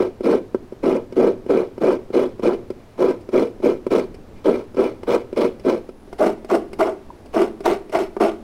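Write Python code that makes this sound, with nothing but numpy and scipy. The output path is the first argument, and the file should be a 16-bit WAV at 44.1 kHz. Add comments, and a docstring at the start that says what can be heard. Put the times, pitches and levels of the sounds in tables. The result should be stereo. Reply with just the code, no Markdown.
"""A coconut half is pushed over the toothed blade of a bench scraper, about three strokes a second, heard close by.
Stick and slip at the teeth excites three bodies: the hollow shell booms, the blade rings and the torn fibres rasp.
Between strokes the shell is set back on the blade with a small knock; the blade judders at times, and one wooden
tock sounds. From 5.9 s the scraping sounds thinner and crisper. Behind it lie a short room tail, faint hiss and
rumble, a low drone and a thin whine."""
import sys
import numpy as np
from scipy import signal
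from scipy.fft import rfft, irfft, next_fast_len
from scipy.io import wavfile
from scipy.ndimage import uniform_filter1d, minimum_filter1d, map_coordinates

SR = 44100
rng = np.random.default_rng(int(sys.argv[2]) if len(sys.argv) > 2 else 0)


def log_audio(samples):
    """Write samples as a 16-bit WAV file to the path given in sys.argv[1]."""
    # one column per channel
    frames = np.atleast_2d(samples).T
    # limit to full scale, then quantise
    limited = np.clip(frames, -1, 1)
    pcm = np.round(limited * 32767).astype(np.int16)
    wavfile.write(sys.argv[1], SR, pcm)


N = 371971  # length [samples]

# Spectrum of the quiet kitchen, relative: (frequency [Hz], density [dB per Hz])
QUIET = [(20, 0.5), (45, -8.5), (70, -7.5), (150, -14), (220, -8), (400, -10.5), (720, -19.5), (1000, -24),
         (1400, -29), (2400, -34.5), (3000, -37), (5000, -40.5), (7000, -45), (15800, -52)]
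QUIET_DB = -42  # rms level before the swell and the hush
# Gain of the background above the deepest rumble: (time [s], gain [dB])
HUSH = [(0, -0.5), (5.88, 0), (5.93, -3), (6.1, 0.5), (6.3, 0), (8.43, 0.5)]
HUSH_ABOVE_HZ = 45  # corner below which the hush fades out
# Faint steady notes: (time [s], drone near 105 Hz [dB], mean whine near 10 kHz [dB])
HUMS = [(0, -49, -86), (5.8, -50.5, -82), (5.95, -64, -75), (8.43, -74, -77)]
# Decay of the room: (frequency [Hz], time to fall 60 dB [s])
ROOM_DECAY = [(150, 1), (370, 0.5), (800, 0.39), (2500, 0.35), (12000, 0.2)]
ROOM_DB = (-22.5, -18)  # room against direct sound, in the fuller and the thinner timbre

# The teeth slip in step with the blade's low note:
# (time [s], level before the shared gain [dB], nominal frequency [Hz])
JUDDERS = [(4.486, -10.5, 663), (5.697, -16, 595), (6.223, -2.5, 614), (6.548, -9.5, 661), (6.823, -6, 636),
           (7.663, -14, 670), (7.957, -19, 659)]
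JUDDER_DB, JUDDER_S = -6.5, 0.013  # shared gain; time from the middle to 1/e

# The shell meets the blade between strokes; levels precede the gains in knocks():
# (time [s], thump [dB], clack [dB], crunch [dB])
TAPS = [(0.207, -14.5, -36, -44), (0.546, -7, -20.5, -39.5), (0.723, -21, -37, -50),
        (1.124, -21, -35, -41.5), (1.463, -19.5, -35, -47), (1.779, -20, -30.5, -44.5),
        (2.103, -20, -38, -52), (2.395, -18, -31, -43.5), (2.703, -14.5, -29.5, -39),
        (3.207, -44, -50, -48), (3.289, -20, -33, -43), (3.601, -23.5, -41, -53), (3.866, -10, -24, -36.5),
        (4.143, -36, -46, -43), (4.745, -25, -34.5, -46), (5.032, -22.5, -28.5, -40),
        (5.328, -16.5, -31, -42), (5.596, -29, -44, -43), (5.89, -22, -36, -46.5), (6.076, -34, -52, -60),
        (6.128, -25.5, -26.5, -41.5), (6.446, -25.5, -31.5, -42), (6.731, -24, -30, -36),
        (7.258, -34, -39, -47), (7.605, -23.5, -31, -41.5), (7.895, -27, -37, -43),
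        (8.166, -15, -19.5, -42)]
CONTACT_S, CONTACT_HALVES_DB = 0.00047, 13  # contact at a 0 dB thump; this much harder halves it
# Spectrum of crushed flakes, relative: (frequency [Hz], density [dB per Hz])
FLAKES = [(1000, -14), (1700, 0), (2500, 0.5), (3600, -21), (4500, -2), (5200, 0), (6200, -21), (8500, -9),
          (16000, -32)]

# One row a stroke; peaks precede the gains of PUSH, BITE and RASP, the sag precedes their shares:
# (start [s], length [s], attack [s], push on the shell [dB], bite of the blade [dB],
#  rasp of the fibres [dB], sag by the end [dB])
STROKES = [(-0.059, 0.1, 0.008, -9, -21, -35, 12), (0.226, 0.12, 0.045, -14, -25.5, -39, 3),
           (0.825, 0.14, 0.016, -15.5, -28.5, -41.5, 2.5), (1.155, 0.13, 0.024, -12.5, -27, -40, 3),
           (1.481, 0.14, 0.021, -14.5, -27, -40.5, 6), (1.802, 0.13, 0.025, -14, -25.5, -40.5, 3.5),
           (2.124, 0.12, 0.029, -14, -25.3, -38.5, 7.5), (2.417, 0.11, 0.032, -13.5, -25, -38, 6.5),
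           (2.972, 0.14, 0.045, -14, -24, -38, 8), (3.315, 0.11, 0.036, -16.5, -27, -39, 1),
           (3.618, 0.1, 0.033, -10.5, -25.3, -36, 9.5), (3.901, 0.099, 0.019, -13.0, -23.5, -35.5, 7.5),
           (4.44, 0.17, 0.022, -13.0, -25.5, -38.5, 20.5), (4.759, 0.12, 0.027, -14.5, -25.5, -38, 8.5),
           (5.063, 0.08, 0.029, -16.5, -25, -36.5, -3.5), (5.358, 0.095, 0.019, -17, -27, -37.5, 0.0),
           (5.634, 0.11, 0.054, -10, -24.5, -36.5, 11), (6.178, 0.12, 0.056, -10, -16.5, -36, 12),
           (6.482, 0.069, 0.037, -16.5, -23.5, -40, -1.5), (6.786, 0.092, 0.01, -19.5, -22, -40.5, 2.5),
           (7.324, 0.11, 0.046, -16, -22, -37.0, 2), (7.634, 0.08, 0.033, -19.5, -21, -35.5, -1),
           (7.918, 0.1, 0.022, -20, -23.5, -35, 5.5), (8.198, 0.097, 0.011, -12, -16, -33.5, 15.5)]
# How each force follows a stroke: (gain [dB], power of the rise, share of the sag, release [dB per s])
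PUSH, BITE, RASP = (2.95, 0.98, 1.08, 305), (1.17, 0.88, 0.85, 340), (0.82, 0.87, 0.68, 290)
SAG_POWER = 1.56  # over 1: pressure changes slowly at first, then faster
GRAB = (0.14, 0.082, 0)  # share of the attack before push, bite and rasp set in: fibres graze first
# The teeth dig in (+) or skid (-) for a moment:
# (time [s], extra push [dB], extra bite [dB], extra rasp [dB])
SNAGS = [(.331, -1.5, 6.5, 4), (.878, 4.5, 0, 2.5), (1.176, 2.5, -2, 1.5), (1.836, 5, -0.5, -0.5),
         (1.912, -7, 3, 1), (2.997, 4, -5, 1), (3.049, 2, 2, -1), (3.354, 4.5, 4, -3), (4.487, 3, 4, -3),
         (4.783, 3, 2.5, -6), (5.156, 2, 4, 5.5), (5.416, 0, 5, 6.5), (5.7, -2.5, 6, 8), (6.268, 3, 4, 2),
         (6.506, -4, 9, 4), (6.55, 1.5, 7.5, 4), (6.81, -3, 9, 5), (6.85, -3, -3, -5), (6.878, 4, 2, 0),
         (7.367, 5, 10, 2.5), (7.663, -3, 11.5, 7.5), (7.955, 8, 12.5, 4.5)]
SNAG_S = 0.0079  # time from the middle of a snag to 1/e of its extra dB
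# Fingers and shell rub lightly on the blade while the hand pauses:
# (middle [s], time from the middle to 1/e [s], level [dB])
RUBS = [(2.85, 0.19, -66), (4.388, .05, -60)]

THINNER_S = 5.92  # the thinner timbre begins; the next four tables hold a list for the fuller, then the thinner
# Resonances of the hollow shell: (frequency [Hz], width [Hz], relative level [dB])
SHELL = [
    [(248.6, 46.6, -4), (367.2, 42.7, 2.5), (470, 72, -3.5)],
    [(217, 25, -11), (352.6, 38, -0.5), (397.5, 19.5, 1), (520, 90, -42)],
]
# Resonances of the blade: (frequency [Hz], width [Hz], relative level [dB])
BLADE = [
    [(589, 85, 0.5), (658, 74, -2.5), (886, 130, -10), (974, 69, -5), (1155, 90, -12.5), (1309, 68, -8),
     (1560, 32, -10.5)],
    [(649, 44, 5.5), (698, 68, 1), (800, 110, -9), (882, 104, -7), (1154, 76, -9), (1260, 200, -13.5),
     (1427, 88, -10.5)],
]
# Lifts and notches that the steel makes in the treble: (frequency [Hz], width [Hz], gain [dB])
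STEEL = [
    [(1730, 220, -7), (2096, 410, 9), (2382, 97, 7), (2720, 150, -3.5), (2960, 52, 8.5), (3240, 98, -2.5),
     (3324, 99, 7), (4120, 230, 4), (5180, 200, 2)],
    [(1710, 114, -9), (2053, 290, 10.5), (2290, 135, 6), (2560, 130, 3.5), (2870, 400, 5.5),
     (3320, 54, 1.5), (4400, 230, 2.5), (5300, 170, 7), (8100, 350, 0)],
]
# Spectrum of tearing fibres, relative: (frequency [Hz], density [dB per Hz])
FIBRES = [
    [(900, -3), (1600, -11.5), (2400, -0.5), (3300, -6.5), (5500, -11), (7000, -19.5), (10000, -20),
     (13000, -29.5), (16000, -25)],
    [(900, -23), (1600, -3.5), (2400, -3), (3500, -6), (5500, -10), (7000, -15), (8500, -13.5),
     (12000, -20.5), (16000, -27)],
]
# Lift of the finest crackle: (time [s], gain [dB])
CRISP = [(0, 1.5), (1.6, 2), (3.2, 3), (5.7, 2), (6.2, 4), (8.3, 1)]

TOP_HZ = 15830  # band limit


def amp(db):
    """Level: amplitude grows tenfold every 20 dB."""
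    return 10 ** (np.asarray(db) / 20)


def unit(x):
    """Normalisation: the rms becomes 1."""
    return x / np.sqrt(np.mean(np.abs(x) ** 2) + 1e-20)


def along(points, hz):
    """Interpolation on a logarithmic frequency axis through (frequency [Hz], value) points."""
    frequency, value = np.transpose(points)
    return np.interp(np.log(hz + 1), np.log(frequency + 1), value)


def over_time(points):
    """Linear interpolation through (time [s], value) points, one value a sample."""
    return np.interp(np.arange(N) / SR, *np.transpose(points))


def wobble(rate):
    """Slow fluctuation: a smooth curve through random knots, rate of them a second."""
    knots = rng.standard_normal(int(N * rate / SR) + 4)
    return map_coordinates(knots, [np.arange(N) * rate / SR])


def filtered(x, response):
    """Linear filtering: the spectrum is multiplied by a response of frequency."""
    size = 2 * next_fast_len(N // 2 + SR // 4)
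    return irfft(rfft(x, size) * response(np.fft.rfftfreq(size, 1 / SR)), size)[:N]


def causal(gain):
    """Minimum phase: folding the cepstrum gives the response with this gain that rings only after a blow."""
    cepstrum = irfft(np.log(np.maximum(gain, 1e-6)))
    half = len(cepstrum) // 2
    cepstrum[1:half] *= 2
    cepstrum[half + 1:] = 0
    return np.exp(rfft(cepstrum))


def bell(hz, centre, width):
    """Resonance: the power curve of one damped mode."""
    return 1 / (1 + ((hz ** 2 - centre ** 2) / (hz * width + 1e-9)) ** 2)


def air(swell_db=2.0):
    """Broadband background: hiss over a rumble that swells and sinks, with two narrow bands of noise as hums."""
    def noise(gain):
        return unit(filtered(rng.standard_normal(N), gain))

    floor = noise(lambda hz: amp(along(QUIET, hz)))
    rumble = filtered(floor, lambda hz: 1 / (1 + (hz / 500) ** 4))
    swell = unit(amp(swell_db * wobble(9.9)))
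    floor = floor + rumble * (swell - 1)
    upper = filtered(floor, lambda hz: 1 / (1 + (HUSH_ABOVE_HZ / (hz + 1)) ** 2))
    floor = floor + upper * (amp(over_time(HUSH)) - 1)

    s, drone_db, whine_db = np.transpose(HUMS)
    drone_db = over_time(np.column_stack([s, drone_db]))
    whine_db = over_time(np.column_stack([s, whine_db])) + 2 * wobble(3.4)
    drone = amp(drone_db) * noise(lambda hz: bell(hz, 106, 41))
    whine = amp(whine_db) * noise(lambda hz: bell(hz, 9850, 300))
    return amp(QUIET_DB) * floor + drone + whine


def room(x):
    """Reverberation: convolution with decaying noise whose low notes linger longest."""
    hz, t, z = signal.stft(rng.standard_normal(SR), SR, nperseg=256)
    decay = amp(-60 * t / along(ROOM_DECAY, hz)[:, None])
    tail = signal.istft(z * decay, SR, nperseg=256)[1]
    tail *= 1 - np.exp(-np.arange(len(tail)) / SR / 0.012)  # soft onset
    return signal.fftconvolve(x, tail / np.linalg.norm(tail))[:N]


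def tock(start=7.103, hz=960, db=-22, t60=0.028, attack=0.0014):
    """Damped oscillation: one short, light wooden note with a soft attack; times in s."""
    t = np.maximum(np.arange(N) / SR - start, 0)
    envelope = amp(db - 60 * t / t60) * (1 - np.exp(-t / attack))
    return envelope * np.sin(2 * np.pi * hz * t)


def judders(waver=0.0403):
    """Self-sustained stick and slip: short, wavering notes of the blade that swell and die."""
    t, out = np.arange(N) / SR, np.zeros(N)
    clock = np.cumsum(1 + waver * wobble(150)) / SR  # uneven time bends the pitch
    for s, db, hz in JUDDERS:
        near = np.abs(t - s) < 3 * JUDDER_S
        envelope = amp(db + JUDDER_DB) * np.exp(-((t[near] - s) / JUDDER_S) ** 2)
        out[near] += envelope * np.sin(2 * np.pi * hz * clock[near])
    return out


def knocks(rebound_time=0.00514, rebound=0.25, soft_time=0.0035):
    """Impact: a blow with a slight rebound; a gentler one lasts longer and crushes more loose flakes."""
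    force, t = np.zeros((4, N + SR)), np.arange(SR // 20) / SR
    blow = np.zeros(len(t))
    blow[0] = 1
    blow[round(rebound_time * SR)] = rebound
    for s, thump_db, clack_db, crunch_db in TAPS:
        contact = CONTACT_S * 2 ** (-thump_db / CONTACT_HALVES_DB)
        envelope = (1 - np.exp(-3 * t / contact)) * np.exp(-t / (contact + 0.0048))
        crush = rng.standard_normal(len(t)) * envelope
        crush /= np.linalg.norm(crush)
        crunch = amp(crunch_db) * crush
        soft = np.clip(contact / soft_time, 0, 1)
        thump = amp(thump_db) * blow
        clack = amp(clack_db) * (0.57 * blow + 0.5 * crush)
        crack = np.sqrt(1 - soft ** 2) * crunch  # shares the power with the flakes
        at = round(s * SR)
        force[:, at:at + len(t)] += [thump, clack, crack, soft * crunch]
    gains_db = [[19.5], [22], [18], [18]]  # thump, clack, crack, flakes
    return amp(gains_db) * force[:, :N]


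def flakes(crunch):
    """Spectral colouring: the crushing force takes on the spectrum of loose flakes."""
    return filtered(crunch, lambda hz: unit(causal(amp(along(FLAKES, hz)))))


def pressure_db(since, length, attack, rise_power, sag_db, release_db_per_s):
    """Contact pressure: the nut is pressed on, the pressure drifts by the sag over the teeth, then it lifts off."""
    rise = np.clip(since / max(attack, 0.002), 1e-6, 1)
    way = np.clip(since / length, 0, 1)
    release_db = release_db_per_s * np.maximum(since - length, 0)
    return 20 * np.log10(rise ** rise_power) - sag_db * way ** SAG_POWER - release_db


def efforts():
    """Driving force: push, bite and rasp share one stroke shape, snags alter it, and light rubs only rasp."""
    t, level = np.arange(N) / SR, np.zeros((3, N))
    for start, length, attack, *peaks_db, sag_db in STROKES:
        near = (t > start) & (t < start + 3 * length)
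        for force, db, grab, follow in zip(level, peaks_db, GRAB, (PUSH, BITE, RASP)):
            gain_db, rise_power, share, release = follow
            wait = grab * attack
            since = t[near] - start - wait
            shape_db = pressure_db(since, length - wait, attack - wait, rise_power, share * sag_db, release)
            force[near] += amp(db + gain_db + shape_db)
    for s, *extra_db in SNAGS:
        near = np.abs(t - s) < 3 * SNAG_S
        level[:, near] *= amp(np.outer(extra_db, np.exp(-((t[near] - s) / SNAG_S) ** 2)))
    for s, half, db in RUBS:
        level[2] += amp(db) * np.exp(-((t - s) / half) ** 2)
    return level


def catches(rate, scatter, size_db):
    """Stick and slip: an uneven train of small jerks, rate of them a second on average, rms 1."""
    gaps = np.exp(scatter * rng.standard_normal(N // 4))
    at = (np.cumsum(gaps / gaps.mean()) * SR / rate).astype(int)
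    sizes = amp(size_db * rng.standard_normal(len(at)))
    train = np.bincount(at[at < N], sizes[at < N], N)
    return unit(train - train.mean())


def shifting(x, depth_db, bins, frames):
    """Moving excitation: the contact point wanders over the shell, so patches of the spectrum swell and fade."""
    z = signal.stft(x, nperseg=256)[2]
    field = rng.standard_normal(z.shape)
    for _ in range(2):
        field = uniform_filter1d(field, bins, axis=0)
        field = uniform_filter1d(field, frames, axis=1)
    return signal.istft(z * unit(amp(depth_db * unit(field))), nperseg=256)[1][:N]


def strokes():
    """Stick and slip: each catch of a tooth jerks shell and blade and ends in a spray of snapping fibres."""
    teeth = catches(rate=420, scatter=0.6, size_db=3.5)
    chips = catches(rate=1500, scatter=0.9, size_db=3.5)
    cells = catches(rate=1100, scatter=1, size_db=1.0)
    spray_decay = np.exp(-1 / (0.0034 * SR))  # 3.4 ms to 1/e
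    spray = np.abs(signal.lfilter([1], [1, -spray_decay], np.maximum(teeth, 0)))
    snaps = unit((unit(spray) + 0.41) * rng.standard_normal(N) + 0.41 * cells)
    snaps = shifting(snaps, depth_db=2.2, bins=3, frames=5)
    return efforts() * np.array([teeth, unit(teeth + 1.62 * chips), snaps])


def body(x, modes, low_hz, high_hz):
    """Modal resonance: x rings through modes that radiate between two edges; white input keeps its power."""
    def response(hz):
        power = sum(amp(db) ** 2 * bell(hz, centre, width) for centre, width, db in modes)
        edges = (1 + (low_hz / (hz + 1)) ** 6) * (1 + (hz / high_hz) ** 6)
        return unit(causal(np.sqrt(power / edges)))
    return filtered(x, response)


def torn(x, fibres, steel):
    """Fracture noise: the colour of tearing flesh, lifted or notched at the steel's high modes."""
    def response(hz):
        lift_db = sum(db * bell(hz, centre, width) for centre, width, db in steel)
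        return unit(causal(amp(along(fibres, hz) + lift_db)))
    return filtered(x, response)


def coconut(push, bite, rasp):
    """Forced vibration: three forces sound through the hollow shell, the blade on its board and the flesh."""
    t = np.arange(N) / SR
    boom, ring, tear = np.zeros((3, N))
    timbres = (t < THINNER_S, t >= THINNER_S)
    for active, shell, blade, fibres, steel in zip(timbres, SHELL, BLADE, FIBRES, STEEL):
        boom += body(active * push, shell, low_hz=168.6, high_hz=640)
        ring += body(active * bite, blade, low_hz=540, high_hz=1550)
        tear += torn(active * rasp, fibres, steel)
    crackle = filtered(tear, lambda hz: 1 / (1 + (5500 / (hz + 1)) ** 4))
    return boom + ring + tear + (amp(over_time(CRISP)) - 1) * crackle


def scene():
    """Superposition: scraping, its room tail and the background add up, alike in both channels."""
    push, bite, rasp = strokes()
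    thump, clack, crack, crunch = knocks()
    grating = coconut(push + thump, bite + clack, rasp + crack)
    direct = grating + flakes(crunch) + judders() + tock()
    wet = amp(np.where(np.arange(N) / SR < THINNER_S, *ROOM_DB))
    mono = direct + room(wet * direct) + air()
    return np.array([mono, mono])


def limiter(x, ceiling):
    """Peak limiting: the gain falls for a few milliseconds around each peak above the ceiling."""
    needed = np.minimum(1, ceiling / (np.abs(x) + 1e-9))
    return x * uniform_filter1d(minimum_filter1d(needed, size=260), size=200)


def record(dry):
    """Limiting in level, then in band: peaks are held down and all above the top frequency is removed."""
    held = [limiter(x, ceiling=0.57) for x in dry]
    return np.array([filtered(x, lambda hz: hz < TOP_HZ) for x in held])


dry = scene()
out = record(dry)
log_audio(out)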